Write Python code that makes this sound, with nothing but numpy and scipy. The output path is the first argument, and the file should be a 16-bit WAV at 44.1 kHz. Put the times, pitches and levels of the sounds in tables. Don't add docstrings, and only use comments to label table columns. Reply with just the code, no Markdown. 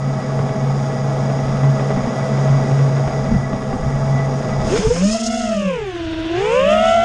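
import sys
import numpy as np
from scipy import signal
from scipy.fft import rfft, irfft
from scipy.io import wavfile
from scipy.ndimage import uniform_filter1d

SR = 44100
rng = np.random.default_rng(int(sys.argv[2]) if len(sys.argv) > 2 else 0)


def volts_from_db(level):
    exponent = np.asarray(level, float) / 20
    return 10 ** exponent


def transcribe(u):
    v = np.clip(np.atleast_2d(u).T, -1, 1)
    q = np.round(v * 32767).astype(np.int16)
    wavfile.write(sys.argv[1], SR, q)


N = 310464

SPOOL_S = 4.69
AIRSPEED_FROM_S = 5.41
IDLE_BLADE_HZ = 137.54
# time in seconds, level in dB.
IDLE_SWELL = [
    (0.0, -3),
    (0.13, -1),
    (2.5, 3.5),
    (3.2, 1.5),
    (3.48, -2),
    (4.48, 1.5),
    (4.6, 0),
]
# frequency in Hz, density in dB per Hz.
BLADE_HISS = [(3000, -23), (3800, -10), (4300, -7.5), (5150, -3.5), (5960, -4), (6600, -1.5), (7500, -8),
              (9600, -15), (10200, -23), (12900, -41.5), (13100, -49)]


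def at_hz(points, hz):
    return np.interp(np.log(hz), np.log(np.array(points)[:, 0]), np.array(points)[:, 1])


def in_time(rows):
    s, *columns = np.transpose(rows)
    return [np.interp(np.arange(N) / SR, s, c) for c in columns]


def bumps(rows):
    return sum(height * np.exp(-((np.arange(N) / SR - s) / length_s) ** 2) for s, height, length_s in rows)


def rms_one(x):
    return x / np.sqrt(np.mean(x ** 2) + 1e-20)


def gate(start_s, fade_s):
    return np.clip((np.arange(N) / SR - start_s) / fade_s, 0, 1)


def forward_flight():
    return gate(AIRSPEED_FROM_S, 0.31)


def drift(rate):
    r = np.exp(-32 * np.pi * rate / SR)
    draws = rng.standard_normal(N // 16 + 4002)
    slow = signal.lfilter([1], [1, -2 * r, r * r], draws)[4000:]
    return np.interp(np.arange(N) / 16, np.arange(len(slow)), rms_one(slow))


def resonance(x, hz, width_hz):
    r = np.exp(-np.pi * width_hz / SR)
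    top = np.array([1, 0, -1]) * (1 - r * r) / 2
    return signal.lfilter(top, [1, -2 * r * np.cos(2 * np.pi * hz / SR), r * r], x)


def coloured(spectrum, patchy_db):
    hz = np.maximum(np.arange(N // 2 + 1) * SR / N, 1)
    low_hz, high_hz = spectrum[0][0], spectrum[-1][0]
    inside = (hz > low_hz) & (hz < high_hz)
    white = rfft(rng.standard_normal(N)) * volts_from_db(at_hz(spectrum, hz)) * inside
    out, together = np.zeros(N), drift(44.0)
    for centre in np.arange(np.log2(low_hz), np.log2(high_hz) + .5, .5):
        band = np.clip(1 - 2 * np.abs(np.log2(hz) - centre), 0, 1)
        out += irfft(white * band, N) * volts_from_db(patchy_db * (together + drift(5.7)))
    return rms_one(out)


def turning(hz, wobble):
    return 2 * np.pi * np.cumsum(hz * (1 + wobble * drift(15.15))) / SR


def line(phase, rough, flutter=12.0, locked=False):
    rough = np.clip(rough, 0, 1)
    start = 0 if locked else rng.uniform(0, 2 * np.pi)
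    broken = drift(flutter) + 1j * drift(flutter)
    swing = np.sqrt(1 - rough) + np.sqrt(rough / 2) * broken
    return np.sqrt(2) * np.real(swing * np.exp(1j * (phase + start)))


def throttle():
    # time in
    # seconds, near blade rate in Hz, fast blade rate in Hz, near load in dB, fast load in dB.
    flight_rows = [
        (4.7, 200, 320.3, -36, -14),
        (4.75, 250, 422, -24.5, -14),
        (4.78, 326.5, 500.6, -31, -23),
        (4.825, 431.3, 476, -25.5, -33),
        (4.865, 449.5, 480, -12, -28),
        (4.886, 458.5, 484.7, -30, -28),
        (4.91, 464.7, 486.1, -14, -17),
        (4.95, 489.4, 497, -33, -23.5),
        (4.98, 516.2, 509, -35, -20),
                   (5.0, 534.5, 517.2, -28.5, -33), (5.05, 603, 576.7, -23, -36), (5.1, 637, 651, -28, -41),
                  (5.15, 670.4, 692.3, -20.5, -29), (5.2, 663.7, 690, -27, -37.5),
                  (5.3, 658, 710.5, -26.5, -27.5), (5.37, 669, 729.3, -25, -29),
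                  (5.45, 654, 708, -25.5, -26), (5.52, 628.5, 668, -25.5, -21), (5.6, 580, 622, -28, -27.5),
                  (5.7, 512, 538, -28.5, -21), (5.799, 413, 452, -32.5, -25.5),
                  (5.86, 381.3, 395.3, -30, -24), (5.91, 364, 373.5, -26, -36),
                  (6.03, 326.3, 342.4, -25, -37), (6.14, 321.3, 334.4, -25, -34),
                  (6.25, 323.2, 337.3, -23.5, -36), (6.32, 332, 353.4, -21.5, -29),
                  (6.36, 348.8, 376.4, -19.5, -28), (6.45, 421, 486, -19.5, -23),
                  (6.56, 507.4, 577, -14.5, -21), (6.64, 554.8, 620.5, -16.5, -22),
                  (6.72, 616.4, 680, -13.5, -19), (6.8, 647.3, 716, -16.5, -20.5),
                  (6.9, 669.3, 740, -13, -19), (7.04, 689, 750, -15.5, -24)]
    # time in seconds, speed change in %, length in seconds.
    near_trims = [(5.36, -.9, 0.0151), (5.41, 1, 0.0298), (5.445, -1, .015), (5.94, -0.85, 0.0299),
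                  (6.02, 1, .03), (6.41, 1.2, .03), (6.515, -2, .05), (6.6, -1, 0.018), (6.65, 0, .015),
                  (6.695, 0.6, .012), (6.74, 1.2, .015), (6.83, 0.5, .015), (6.96, 1.8, .012),
                  (6.995, -1.5, .02)]
    # time in seconds, speed change in %, length in seconds.
    fast_trims = [(5.4, -0.7, 0.0206), (5.45, 0.74, 0.0245), (5.51, -1.9, 0.01435), (5.535, 1.5, 0.014),
                  (5.58, -1.2, 0.031), (5.68, 1.5, 0.0247), (5.74, 1.6, 0.0308), (5.85, -0.87, 0.0495),
                  (6.42, 1.7, 0.0258), (6.51, -2.5, 0.0391), (6.59, 0, 0.027), (6.66, -0.95, 0.0357),
                  (6.71, 0.4, 0.027), (6.76, -0.4, .015), (6.815, 0, .012), (6.86, .6, 0.013),
                  (6.955, -0.9, 0.01)]
    near_hz, fast_hz, near_db, fast_db = in_time(flight_rows)
    steady = gate(4.95, .1)
    inertia = int(0.0435 * SR)
    near_hz = near_hz + steady * (uniform_filter1d(near_hz, inertia, mode="nearest") - near_hz)
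    fast_hz = fast_hz + steady * (uniform_filter1d(fast_hz, inertia, mode="nearest") - fast_hz)
    since = np.arange(N) / SR - 5.28
    hunt = np.cos(2 * np.pi * 7.3 * since) * np.exp(-(since / .2) ** 2)
    near_hz = (near_hz - 2.7 * hunt) * (1 + bumps(near_trims) / 100)
    fast_hz = fast_hz * (1 + bumps(fast_trims) / 100)
    return near_hz, fast_hz, near_db, fast_db


def pull(blade_hz):
    rate = uniform_filter1d(np.gradient(np.log2(blade_hz)) * SR, size=SR // 20)
    return np.maximum(rate, 0) * forward_flight()


def air_levels():
    # time in seconds, hiss gain in dB, length in seconds.
    hiss_swells = [(4.68, 6, 0.053), (4.775, 3, 0.012), (5.075, 3, 0.029), (5.13, 4, 0.042), (5.182, -5, 0.0082),
                   (5.205, 3, 0.0072), (5.224, -6, .005), (5.238, 6, 0.0052), (5.268, 8, 0.014), (5.295, -5, .01),
                   (5.42, 1.5, 0.032), (5.8, -5, 0.15), (6.12, 0, .17), (6.42, 4, 0.067), (6.54, 5.5, 0.039),
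                   (6.72, 5.5, 0.023), (6.89, 5, 0.063)]
    # time in seconds, whine gain in dB, length in seconds.
    punch = [
        (4.75, 4, .04),
    ]
    near_hz, fast_hz, near_db, fast_db = throttle()
    both_db = 10 * np.log10(volts_from_db(near_db) ** 2 + volts_from_db(fast_db) ** 2)
    load_db = uniform_filter1d(both_db, size=SR // 10) + 20
    idle_db, spooled = in_time(IDLE_SWELL)[0], gate(4.58, 0.094)
    airspeed = forward_flight()
    grass_db = 14.5 * (1 - gate(SPOOL_S, 5.74 - SPOOL_S) ** 1.28)
    cushion_db = 10.5 * (1 - gate(4.925, 0.33))
    hiss_db = -44.5 + 10 * np.log2(fast_hz / 540) + grass_db + bumps(hiss_swells)
    wash_db = -38.5 + 0.76 * load_db * airspeed + cushion_db + 2 * airspeed
    wash_db = (1 - spooled) * (-33 + idle_db) + spooled * wash_db
    hiss_db = (1 - spooled) * (-43.5 + 0.75 * idle_db) + spooled * hiss_db
    whine_db = -38.5 + 0.29 * load_db + 8 * airspeed + 1 * pull(near_hz) + bumps(punch)
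    whine_db = whine_db + 2 * (1 - gate(5.35, 0.17))
    return wash_db, whine_db, hiss_db


def idle():
    # time in seconds, gain in dB, length in seconds.
    beats = [(0.0, -4.5, 0.039), (0.22, -8.5, 0.095), (0.55, -11, 0.03), (0.72, 2.5, 0.064),
             (0.95, -4.5, 0.058), (1.607, -5, 0.013), (1.645, 7.5, 0.023), (1.695, 6.5, 0.034),
             (1.78, -4, 0.026), (2.1, -9, 0.12), (2.27, -7, 0.027), (2.52, 4.5, 0.17), (2.66, -6.5, 0.035),
             (2.85, 7, 0.14), (3.11, -17, 0.025), (3.58, -11, 0.14), (3.77, -24, 0.037), (4.14, 3.5, 0.084),
             (4.44, -7, 0.066), (4.66, -10, 0.057)]
    # time in seconds, frequency in Hz.
    pole_rate = [(0.0, 638.5), (0.46, 645.6), (0.84, 637), (1.36, 647.4), (1.66, 639.4), (2.17, 649.3),
                 (2.46, 639), (2.57, 646.7), (3.04, 639.6), (3.31, 644), (3.36, 658.5), (3.64, 644),
                 (3.85, 655.4), (4.07, 652), (4.18, 664), (4.45, 634), (4.66, 638), (4.7, 642.7)]
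    # time in seconds, gain in dB, length in seconds.
    pole_dips = [
        (0.0, -4, 0.17),
        (0.732, -9, 0.069),
        (3.39, -5, 0.039),
        (3.81, -14, 0.029),
        (4.657, 4, 0.068),
    ]
    # time in seconds, gain in dB, length in seconds.
    whine_flares = [
        (0.7, -24, 0.41),
        (2.953, -8, 0.094),
        (3.364, 11, 0.027),
        (3.443, 15, 0.02),
        (3.66, -12, .13),
        (4.06, -16, 0.054),
        (4.183, 14, 0.06),
        (4.404, -8, 0.086),
        (4.53, 15, 0.011),
    ]
    # frequency in Hz, width in Hz, level in dB.
    frame_rings = [(117.5, 18, -33), (201, 48.6, -28.5), (241.3, 28, -34), (400, 62, -44.5),
                   (507.7, 19, -37.5), (809, 124, -35), (1129, 59, -43), (1266.4, 48, -43.5),
                   (1385, 4.6, -51), (1686, 73, -48), (1954, 49, -48), (2238, 28, -52.5)]
    blades = turning(IDLE_BLADE_HZ, wobble=0.00045)
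    out = volts_from_db(-18.5 + bumps(beats)) * line(blades, rough=0.054, flutter=11.2)
    idle_db = in_time(IDLE_SWELL)[0]
    poles = line(turning(in_time(pole_rate)[0], wobble=0.0016), rough=0.024, flutter=16.0)
    out += volts_from_db(-31.5 + bumps(pole_dips) + idle_db) * poles
    thin_whine = line(turning(1978, wobble=0.0016), rough=0.024, flutter=16.0)
    out += volts_from_db(-47 + bumps(whine_flares) + idle_db) * thin_whine
    for hz, width_hz, db in frame_rings:
        ring = resonance(resonance(rng.standard_normal(N), hz, width_hz), hz, width_hz)
        out += volts_from_db(db + drift(6.0)) * rms_one(ring)
    return out * (1 - gate(SPOOL_S, .1))


def rattling():
    # time in seconds, peak level in dB.
    rattles = [(0.137, -16), (0.198, -25), (0.287, -29), (0.39, -3.5), (0.49, -10), (0.897, -17),
               (1.094, -21), (1.165, -22), (1.246, -15), (1.296, -11), (1.482, -12), (1.57, -14),
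               (1.634, -9), (1.796, -10), (1.905, -7.5), (1.969, -19), (2.036, -14), (2.072, -16),
               (2.373, -18), (2.713, -10), (2.79, -15), (2.892, -29), (2.967, -9), (3.076, -9),
               (3.108, -12), (3.249, -9), (3.31, -30), (3.53, -7), (3.621, -15), (3.691, -13), (3.728, -10),
               (3.834, -16), (4.008, -18), (4.055, -18), (4.177, -19), (4.49, -15), (4.593, -27)]
    s, db = np.transpose(rattles)
    kicks = np.full(N, 1e-18)
    kicks[(s * SR).astype(int)] = volts_from_db(db + 11)
    r = np.exp(-1 / (0.0088 * SR))
    return 1 + uniform_filter1d(signal.lfilter([1], [1, -r], kicks), size=90)


def wash(wash_db, hiss_db):
    # frequency in Hz, density in dB per Hz.
    idle_hiss = [(3000, -17.5), (3700, -8), (4400, -15), (4900, -2), (6050, -10), (6600, -3.5), (7700, -15),
                 (9600, -16.5), (10000, -27.5), (12900, -27.5), (13100, -59)]
    # frequency in Hz, width in Hz, level in dB.
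    case_rings = [(4890, 400, -3.5), (5690, 190, 3.5), (6490, 280, -5.5), (3330, 280, 5.5)]
    # frequency in Hz, density in dB per Hz.
    ground_colour = [(88, -38.5), (150, -15.5), (245, -11), (325, -20), (418, -10), (586, -14.5),
                     (646, -10.5), (971, -23), (1130, -20.5), (1830, -31.5), (1960, -26.5), (2130, -32.5),
                     (4300, -46), (5590, -73), (9460, -120)]
    # frequency in Hz, density in dB per Hz.
    air_colour = [(120, 1.5), (300, -0.5), (500, 0), (900, -6.5), (1500, -5.5), (2300, -10), (2900, -13.5),
                  (3600, -11), (4100, -31), (5000, -18)]
    # time in seconds, gain in dB, length in seconds.
    wash_bursts = [
        (4.7, 9.5, .03),
        (4.77, 11.5, 0.04),
        (4.85, 3, 0.037),
        (4.96, 2.5, .07),
        (5.45, -1.5, 0.27),
        (6.2, 3, .15),
        (6.5, 2, 0.09),
    ]
    spooled, airborne = gate(SPOOL_S - .04, .08), gate(4.78, .25)
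    near_hz, fast_hz = throttle()[:2]
    blade_hz = np.where(np.arange(N) < SPOOL_S * SR, IDLE_BLADE_HZ, near_hz)
    throb = np.exp(.18 * np.cos(turning(blade_hz, wobble=.004)) ** 3)
    beat = 1 + 0.23 * airborne * np.cos(turning(fast_hz - near_hz, wobble=0.023))
    hiss = coloured(idle_hiss, patchy_db=0.5)
    rung = sum(volts_from_db(db) * resonance(hiss, hz, width_hz) for hz, width_hz, db in case_rings)
    hiss = rms_one(hiss + rung)
    rush = coloured(BLADE_HISS, patchy_db=0.4)
    rung = volts_from_db(-4.5) * resonance(rush, 6550, 300) + resonance(rush, 5210, 350)
    rush = rms_one(rush + rung * (1 - 0.63 * gate(5.46, .3)))
    hiss = (1 - spooled) * hiss + spooled * beat * rush
    ground = volts_from_db(5.5) * coloured(ground_colour, patchy_db=0.68) * (1 - gate(4.68, 0.18)) * rattling()
    air = coloured(air_colour, patchy_db=2.4) * (0.46 * spooled + 0.5 * airborne)
    air = air * volts_from_db(bumps(wash_bursts))
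    return (volts_from_db(wash_db) * (ground + air) + volts_from_db(hiss_db) * hiss) * throb


def wind():
    # time in seconds, gain in dB, length in seconds.
    gusts = [(1.51, 5, 0.14), (2.0, 8, 0.074), (2.13, -15, 0.036), (2.52, 11, .05), (3.08, 10, 0.037),
             (3.33, 18, 0.096), (3.53, 13, 0.031), (3.72, 14, 0.056), (3.87, 16, 0.072), (4.1, 9.5, 0.17),
             (4.63, 14.5, 0.13), (4.88, 13, 0.087), (5.04, 9, 0.098), (5.22, -9, 0.031), (6.14, 7, 0.13),
             (6.49, 3, .05), (6.69, 8, 0.091), (6.95, 6.5, 0.22)]
    band = signal.butter(2, [16, 85], "band", fs=SR, output="sos")
    low = signal.sosfilt(band, rng.standard_normal(N))
    return volts_from_db(-38 + bumps(gusts)) * rms_one(low * volts_from_db(1.1 * drift(30.0)))


def knocks():
    # time in seconds, peak level in dB, ring frequency in Hz, share of low push (negative inward).
    knock_rows = [(0.4, -8, 133, 0.043), (1.482, -11, 134, 0.4), (1.969, -9.5, 241.6, 0.36),
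                  (2.039, -11, 239.4, 0.35), (2.072, -6, 238, 0.2), (2.499, -6, 136.1, 0.15),
                  (3.314, -0.5, 215, 0.18), (3.344, 0, 194.4, 0.24), (3.356, -4.5, 131, 0.19),
                  (3.531, -13.5, 247, 0.42), (3.73, -10, 254, 0.4), (3.797, -8.5, 136, .6),
                  (3.841, -10, 133, -0.47), (4.489, -11, 136, 0.4), (4.787, -4, 189, 0.49),
                  (4.868, -14, 256, 0.18), (4.867, -5, 118, 0.68), (4.94, -25, 254, 0.24),
                  (5.044, -17.5, 276, 0.2)]
    out, t = np.zeros(N + SR), np.arange(SR // 8) / SR
    lowpass = signal.butter(3, 1200, fs=SR, output="sos")
    for s, db, hz, share in knock_rows:
        ring = np.sin(2 * np.pi * hz * t) * np.exp(-t / 0.013) * (1 - np.exp(-t / 0.0038))
        rasp = 0.41 * signal.sosfilt(lowpass, rng.standard_normal(len(t))) * np.exp(-t / 0.0049)
        push = share * np.exp(-((t - .004) / 0.0013) ** 2)
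        first = round(s * SR)
        out[first:first + len(t)] += volts_from_db(db) * (ring + push + rasp)
    return out[:N]


def order(shaft, k):
    return round(k) * shaft - 2.7 * (round(k) / 3 - 1)


def rotor(blade_hz, blade_db, over_db, shaft_db, whine_db, hiss_db, pole_db):
    # multiple of shaft rate, level in dB, roughness 0-1.
    overtones = [(6, 0, .08), (9, -11, .1)]
    # multiple of shaft rate, level in dB, roughness 0-1.
    whine_lines = [(9, 2, 0.1), (12, 2, 0.5), (13, -1.5, 0.8), (15, 1.5, 1), (16.1, -7.5, 0.97),
                   (18, -0.5, 0.2), (21, -5, 1), (24, -3.5, 0.9), (27, -3, 0.7), (30, -6, 0.4), (33, 1, .6),
                   (36, -3.5, 0.9), (39, -2.5, 0.6), (42, -0.5, 0.6), (45, -18, .8), (50, 0.5, .5),
                   (53, -2.5, .6)]
    # multiple of shaft rate, dB against the shaft wobble, dB per octave of speed.
    uneven = [(1, -2, 0), (2, -22, 30)]
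    # frequency in Hz, gain in dB.
    case_colour = [(1000, -21), (1500, -9.5), (2100, -7.5), (2750, 0), (3400, -4), (4100, -17),
                   (5500, -26.5), (7000, -27), (9000, -28)]
    strain = np.clip(blade_hz / 616, 0, 1)
    loop = np.cos(turning(21.0, wobble=.25) + rng.uniform(0, 2 * np.pi))
    shaft_hz = blade_hz / 3 * (1 + .0035 * strain ** 2 * loop)
    unsteady = .008 * (1 - gate(5.3, 0.2584))
    shaft = turning(shaft_hz, wobble=0.001504 * strain + unsteady)
    recirculating = 0.39 * (1 - gate(5.35, 0.13))
    upper = np.zeros(N)
    for k, db, rough in overtones:
        upper += volts_from_db(over_db + db) * line(order(shaft, k), rough + recirculating, flutter=20.0, locked=True)
    for k, db, rough in whine_lines + [(14, pole_db, 0.44)]:
        hz = round(k) * shaft_hz
        thin = k <= 14.5 or k >= 32
        gain = volts_from_db(whine_db + at_hz(case_colour, hz)) + volts_from_db(hiss_db + at_hz(BLADE_HISS, hz))
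        clear_db = 12 * (1 - strain) if k > 35 else 0
        broken = rough * strain if thin else rough
        tone = line(order(shaft, k), broken, flutter=(2.0 if thin else 4.5) * k, locked=True)
        upper += volts_from_db(db + clear_db) * gain * tone
    lower = volts_from_db(blade_db) * line(3 * shaft, rough=.05, locked=True)
    for k, db, tilt_db in uneven:
        speed_db = tilt_db * np.log2(blade_hz / 670)
        lower += volts_from_db(shaft_db + db + speed_db) * line(round(k) * shaft, rough=0.051 * k ** 3)
    return lower * gate(SPOOL_S, .05) + upper * (.45 * gate(4.7, .05) + .55 * gate(4.88, .12))


def wobble_db(blade_hz, top_db, loss_db_per_s, swells):
    shaft_hz = blade_hz / 3
    arm = 1 / (1 + ((shaft_hz - 199.2) / 60 * 2) ** 2)
    mount = volts_from_db(-21) / (1 + ((shaft_hz - 112) / 5.7 * 2) ** 2)
    settled_db = loss_db_per_s * (np.arange(N) / SR - SPOOL_S)
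    return top_db + 20 * np.log10(arm + mount) + bumps(swells) - settled_db


def middle_rotor():
    # time in seconds, blade rate in Hz, blade tone in dB.
    middle_rows = [
        (5.0, 500, -50),
        (5.06, 579.3, -40),
        (5.1, 616, -27),
        (5.15, 640.5, -32.5),
        (5.24, 642, -36),
        (5.27, 691, -33),
        (5.36, 694, -31),
        (5.48, 673, -35.5),
        (5.54, 650.3, -35),
        (5.62, 588, -53),
    ]
    # multiple of blade rate, level in dB.
    middle_orders = [(1, -1.5), (2, -17), (3, -15), (4, -10), (5, -15), (6, -22), (7, -17), (8, -20),
                     (10, -16)]
    hz, db = in_time(middle_rows)
    blades = turning(hz, wobble=0.00418)
    stack = np.zeros(N)
    for k, rel_db in middle_orders:
        stack += volts_from_db(rel_db) * line(round(k) * blades, rough=min(0.1 * k, .7), flutter=36.0)
    return volts_from_db(db) * stack * gate(5.0, .03) * (1 - gate(5.62, .05))


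def flight(whine_db, hiss_db):
    # time in seconds, blade rate in Hz, blade tone in dB.
    slow_rows = [(5.95, 333.6, -30), (6.05, 309.9, -37), (6.2, 306, -37), (6.3, 310.2, -38),
                 (6.4, 362.1, -48), (6.5, 432, -48), (6.6, 509.5, -33), (6.65, 545.6, -31),
                 (6.72, 578.6, -28), (6.8, 605, -24), (6.88, 628, -27), (6.96, 652.6, -23),
                 (7.04, 665, -29)]
    # time in seconds, wobble gain in dB, length in
    # seconds.
    near_swells = [
        (4.85, -6, 0.09),
        (5.06, -12, 0.026),
        (5.328, 0, 0.11),
        (5.683, -12, 0.089),
        (6.239, -15, 0.071),
        (6.383, 12.5, 0.043),
        (6.47, -5, .04),
        (6.6, -4, .06),
        (6.76, 5, .07),
    ]
    # time in seconds, wobble gain in dB, length in seconds.
    fast_swells = [
        (4.85, -15, 0.12),
        (5.04, 9.5, 0.045),
        (5.379, 6.5, 0.14),
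        (5.68, 8.5, 0.053),
        (6.6, -3.5, 0.085),
    ]
    near_hz, fast_hz, near_db, fast_db = throttle()
    pull_db = 1 * pull(near_hz)
    airspeed = forward_flight()
    sharp_db = 3.5 * (airspeed - 1)
    slow_hz, slow_db = in_time(slow_rows)
    slow = rotor(slow_hz, slow_db, slow_db - 14.5, slow_db - 5.0, whine_db - 13.0, hiss_db - 19,
                 pole_db=7.0 + pull_db)
    locked_db = hiss_db - 12.5 - 8.5 * airspeed
    near_wobble_db = wobble_db(near_hz, -17, 3, near_swells)
    near = rotor(near_hz, near_db, near_db - 9.5 + sharp_db, near_wobble_db, whine_db - 12.5, locked_db,
                 pole_db=-5.5 + pull_db)
    fast_wobble_db = wobble_db(fast_hz, -16, 7, fast_swells)
    fast = rotor(fast_hz, fast_db, fast_db - 11.5 + sharp_db, fast_wobble_db, whine_db - 10.0, locked_db,
                 pole_db=4.0 + pull_db)
    return near + fast + slow * gate(5.9, 0.07) + middle_rotor()


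def scene():
    wash_db, whine_db, hiss_db = air_levels()
    on_frame = idle() + knocks()
    in_air = wash(wash_db, hiss_db) + wind()
    return (on_frame + in_air + flight(whine_db, hiss_db))[None]


def holed_treble(x):
    # frequency in Hz, share on the ground, climbing, in forward flight.
    kept_share = [(8000, 1, 1, 1), (8800, .98, .97, .85), (9300, .96, .95, .55), (9750, .95, .9, .4),
                  (9850, .2, .5, .3), (10450, .2, .35, .3), (10650, .97, .35, .3), (11150, .97, .35, .25),
                  (11350, .15, .3, .2), (11900, .1, .25, .15), (12100, .02, .12, .01),
                  (13000, .01, .1, .005)]
    hz, s, bins = signal.stft(x, SR, nperseg=2048)
    edge_hz, *stages = np.transpose(kept_share)
    by_stage = np.transpose([np.interp(hz, edge_hz, kept) for kept in stages])
    share = by_stage[:, np.searchsorted([SPOOL_S, AIRSPEED_FROM_S], s)]
    draw = rng.random((len(hz) // 4 + 1, len(s) // 2 + 1))
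    draw = draw.repeat(4, axis=0).repeat(2, axis=1)
    bins = bins * (draw[:len(hz), :len(s)] < share)
    return signal.istft(bins, SR, nperseg=2048)[1][:N]


def roll_off(x):
    return signal.sosfilt(signal.butter(12, 12900, fs=SR, output="sos"), x)


def record(dry):
    # frequency in Hz, density in dB per Hz.
    mic_noise = [(6000, -20.5), (8000, 4), (12900, -6), (13100, -39)]
    heard = dry[0] + volts_from_db(-64.5) * coloured(mic_noise, patchy_db=-2.5)
    rounded = 1.194 * np.tanh(heard / 1.23)
    mix = holed_treble(rounded)[None]
    return roll_off(mix)


dry = scene()
out = record(dry)
transcribe(out)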